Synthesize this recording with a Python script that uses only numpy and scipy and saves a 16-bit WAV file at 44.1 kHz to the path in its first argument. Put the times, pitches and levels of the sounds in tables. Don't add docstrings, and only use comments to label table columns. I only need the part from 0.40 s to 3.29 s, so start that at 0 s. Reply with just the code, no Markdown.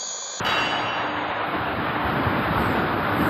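import sys
import numpy as np
from scipy import signal
from scipy.io import wavfile
from scipy.ndimage import uniform_filter1d

SR = 44100
rng = np.random.default_rng(int(sys.argv[2]) if len(sys.argv) > 2 else 0)


def bounce(signal):
    frames = np.transpose(np.atleast_2d(signal))
    limited = np.clip(frames, -1, 1)
    pcm = np.round(limited * 32767).astype(np.int16)
    wavfile.write(sys.argv[1], SR, pcm)


def voltage_ratio(level):
    return 10 ** (np.asarray(level, float) / 20)


N = 127449

# (time [s], boom level [dB], slide hiss level [dB])
STRIP_LEVELS = [(0, -28.5, -67), (.06, -33, -52.5), (.35, -39, -80), (1.03, -47, -72.5), (1.07, -39, -59),
                (1.16, -33, -64), (1.4, -29, -61.5), (1.6, -32.5, -61.5), (1.66, -26, -56),
                (1.9, -26, -58.5), (2.052, -26.5, -55.5), (2.2, -24, -55.5), (2.4, -24.5, -72),
                (2.55, -27, -61), (2.721, -25.5, -54), (2.8, -24, -48.5), (2.89, -22, -57)]
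# (frequency [Hz], density [dB per Hz])
BOOM_SPECTRUM = [(45, -14.5), (75, 7.5), (300, 7), (700, -4.5), (1500, 0.5), (2300, -20.5), (4900, -25.5),
                 (6200, -46)]
# (frequency [Hz], density [dB per Hz])
SLIDE_SPECTRUM = [(5000, -28.5), (6500, -9.5), (8500, -6), (10000, -10.5), (11200, 2), (12200, 8.5),
                  (14200, -3.5), (15500, -14)]
# (time [s], level [dB], pitch [Hz])
ROLLER_BUMPS = [(1.147, -17.5, 310), (1.201, -27, 135), (1.371, -29, 142.4), (1.649, -20.5, 89),
                (1.712, -27, 264), (1.79, -17.5, 266), (1.858, -21, 102.3), (1.978, -20.5, 202.4),
                (2.16, -23, 73.5), (2.253, -23, 97.4), (2.372, -20.5, 187), (2.788, -15, 248),
                (2.861, -19, 289)]
# (time [s], length [s], level [dB])
EDGE_SCRAPES = [
    (1.64, 0.21, -74),
    (2.146, .22, -49),
    (2.766, 0.18, -48),
    (2.853, 0.076, -50),
]
# (time [s], level [dB])
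PIPE_BLOWS = [
    (.047, -7),
    (.062, -3.5),
    (.09, -5),
    (.18, -10),
]
SECOND_OBJECT_HZ = [1158, 1270, 1420, 1545, 1684, 1980, 2214, 2740.4, 2972, 3322, 3402, 4022, 4845]
# (level [dB], t60 [s])
SECOND_OBJECT_RING = [(-12.5, .3), (-1, .4), (-8.5, .3), (-6, 0.13), (-6, .3), (-24, 0.36), (-11.5, 0.83),
                      (-1, 0.45), (0, 0.4), (-10, .25), (-15.5, .3), (-21.5, .25), (-19, 0.37)]
WALL_HZ = [3820, 4691, 5630, 6150, 6588, 7300, 7569, 8200, 8559, 9550, 11300, 11800, 12360, 13200]
# (level [dB], t60 [s])
WALL_RING = [(-7, .3), (-10, .4), (-20, 1.1), (-40, .08), (-21, 1.8), (-36, .3), (-28, 1.4), (-42, .05),
             (-33, 1.8), (-46, .06), (-40, .25), (-42, .1), (-38, .2), (-42, .1)]
# (frequency [Hz], density [dB per Hz])
CRACK_SPECTRUM = [(200, -45), (1000, 2.5), (3000, -1), (5000, -15), (7500, -23), (9500, -38), (12000, -41),
                  (14500, -54.5)]
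# (frequency [Hz], t60 [s])
HALL_T60 = [(500, 2.2), (1500, 2.2), (4000, 1.7), (6000, 1.5), (9000, 1.2), (12000, .55)]
# (frequency [Hz], density [dB per Hz])
ROAR_SPECTRUM = [(40, -43), (92, -12.5), (404, -8.5), (756, -0.5), (1380, -4), (3900, -21), (5000, -44),
                 (6200, -48.5)]
# (frequency [Hz], width [Hz], level [dB])
GEAR_WHINES = [(583.5, 9, -43.5), (744.4, 20, -42), (104.8, 15, -47)]
# (frequency [Hz], level of the strongest bin [dB])
GATE_THRESHOLD = [(5000, -81), (5350, -73), (7000, -76), (8500, -79), (10000, -75), (11000, -81),
                  (13500, -83), (15500, -80)]


def evened(x):
    return x / np.sqrt(np.mean(x ** 2) + 1e-20)


def read(points, hz):
    f, value = np.transpose(points)
    return np.interp(np.log(hz + 1), np.log(f + 1), value)


def noise(spectrum, patchy_db, flicker_db):
    frames = N // 256 + 5
    hz = np.fft.rfftfreq(1024, 1 / SR)
    real, imag, patches = rng.standard_normal((frames, 513, 3)).T
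    patches = uniform_filter1d(patches, size=8, axis=0)
    patches = evened(uniform_filter1d(patches, size=10, axis=1))
    flicker = evened(uniform_filter1d(rng.standard_normal(frames), size=6))
    level_db = read(spectrum, hz)[:, None] + patchy_db * patches + flicker_db * flicker
    z = (real + 1j * imag) * voltage_ratio(level_db)
    return evened(signal.istft(z, nperseg=1024, noverlap=768)[1][:N])


def resonate(x, hz, width_hz):
    turn = np.exp(2j * np.pi * np.cumsum(hz * np.ones(len(x))) / SR)
    r = np.exp(-np.pi * width_hz / SR)
    return 2 * (turn * signal.lfilter([1 - r], [1, -r], x / turn)).real


def strip():
    t = np.arange(N) / SR
    s, boom_db, hiss_db = np.transpose(STRIP_LEVELS)
    boom = voltage_ratio(np.interp(t, s, boom_db)) * noise(BOOM_SPECTRUM, 0.77, 0.6)
    hiss = voltage_ratio(np.interp(t, s, hiss_db)) * noise(SLIDE_SPECTRUM, 0.89, 0.87)
    return boom + hiss


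def bumps():
    rise_s, t60_cycles = 0.014, 19.4
    t, out = np.arange(N) / SR, np.zeros(N)
    for (s, db, hz), phases in zip(ROLLER_BUMPS, rng.random((len(ROLLER_BUMPS), 3))):
        u = np.maximum(t - s, 0)
        modes = zip((0.88, 1, 1.17), phases)
        ring = sum(np.sin(2 * np.pi * (hz * ratio * u + phase)) for ratio, phase in modes)
        out += np.minimum(u / rise_s, 1) * voltage_ratio(db - 60 * u * hz / t60_cycles) * ring
    return out


def scrapes():
    from_hz, to_hz, width_hz = 9300, 7030, 1200
    rise_s, fade_db, squeal_db = 0.02, -7, -6
    t, out = np.arange(N) / SR, np.zeros(N)
    hiss, air = noise(SLIDE_SPECTRUM, 2.0, 0.8), rng.standard_normal(N)
    for s, length_s, db in EDGE_SCRAPES:
        u = np.maximum(t - s, 0) / length_s
        hz = from_hz + (to_hz - from_hz) * np.minimum(u, 1.2)
        squeal = evened(resonate(resonate(air, hz, width_hz), hz, width_hz))
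        squeal = voltage_ratio(squeal_db + fade_db * u ** 2) * np.minimum(2 * u, 1) * squeal
        rise = np.clip((t - s) / rise_s, 0, 1)
        out += voltage_ratio(db) * rise * (voltage_ratio(fade_db * u) * hiss + squeal)
    return out


def pipe():
    heard_s, rise_s, ring_db = 1.5, 0.0024, -38
    crack_db, crack_t60_s = -17, 0.076
    twin_split, twin_share = 0.003, 0.55
    t = np.arange(0, heard_s, 1 / SR)
    hz = np.array(SECOND_OBJECT_HZ + WALL_HZ)[:, None]
    mode_db, t60_s = np.transpose(SECOND_OBJECT_RING + WALL_RING)[:, :, None]
    phases = rng.random((len(PIPE_BLOWS), len(hz), 1))
    twin_hz = hz * (1 - twin_split * phases[0])
    crack_noise = noise(CRACK_SPECTRUM, 0.68, 0.3)[:len(t)]
    struck = 0
    for (s, blow_db), phase in zip(PIPE_BLOWS, phases):
        u = np.maximum(t - s, 0)
        pair = np.sin(2 * np.pi * (hz * u + phase)) + twin_share * np.sin(2 * np.pi * twin_hz * u)
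        ring = voltage_ratio(-60 * u / t60_s) * pair
        crack = voltage_ratio(crack_db - 60 * u / crack_t60_s) * crack_noise
        struck = struck + np.minimum(u / rise_s, 1) * voltage_ratio(blow_db) * np.vstack([ring, crack])
    heard = hall(struck)
    modes, crack = heard[:-1], heard[-1]
    modes = modes / np.sqrt(np.mean(modes ** 2, axis=1, keepdims=True))
    return np.pad((voltage_ratio(ring_db + mode_db) * modes).sum(0) + crack, (0, N - len(t)))


def hall(x):
    direct_db, build_s = -3, 0.019
    hz, t, z = signal.stft(rng.standard_normal(2 * SR), SR, nperseg=256)
    decay = voltage_ratio(-60 * t / read(HALL_T60, hz)[:, None])
    tail = signal.istft(z * decay, SR, nperseg=256)[1]
    tail = tail * np.minimum(np.arange(len(tail)) / SR / build_s, 1)
    tail = tail / np.linalg.norm(tail)
    return voltage_ratio(direct_db) * x + signal.fftconvolve(x, tail[None], axes=1)[:, :x.shape[1]]


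def roar():
    roar_db, hum_db = -26.5, -34.5
    hum_hz, beat_hz, beat_top_s = 298.8, 2.37, 0.31
    t, air = np.arange(N) / SR, rng.standard_normal(N)
    hum = np.sin(2 * np.pi * hum_hz * t) * np.cos(np.pi * beat_hz * (t - beat_top_s))
    whines = sum(voltage_ratio(db) * evened(resonate(air, hz, width_hz)) for hz, width_hz, db in GEAR_WHINES)
    return voltage_ratio(roar_db) * noise(ROAR_SPECTRUM, 1.0, 0.94) + voltage_ratio(hum_db) * hum + whines


def scene():
    return (strip() + bumps() + scrapes() + pipe() + roar())[None]


def gate(x):
    from_hz, jitter_db = 4600, 1.6
    hz, t, z = signal.stft(x, SR, "cosine", nperseg=2048, noverlap=1024)
    peak_power = (abs(z[:1024]) ** 2).reshape(128, 8, -1).max(1)
    band_db = 10 * np.log10(peak_power + 1e-20)
    band_db = band_db + jitter_db * rng.standard_normal(band_db.shape)
    mid_hz = hz[4:1024:8]
    loud = band_db > read(GATE_THRESHOLD, mid_hz)[:, None]
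    keep = loud | (mid_hz < from_hz)[:, None]
    z = z * np.vstack([np.repeat(keep, 8, axis=0), keep[-1:]])
    return signal.istft(z, SR, "cosine", nperseg=2048, noverlap=1024)[1][:N]


def top_cut(x):
    return signal.sosfilt(signal.butter(12, 15320, fs=SR, output="sos"), x)


def record(dry):
    bass_cut = signal.butter(3, 62, "high", fs=SR, output="sos")
    mix = gate(signal.sosfilt(bass_cut, dry[0]))[None]
    return top_cut(mix)


dry = scene()
out = record(dry)
bounce(out)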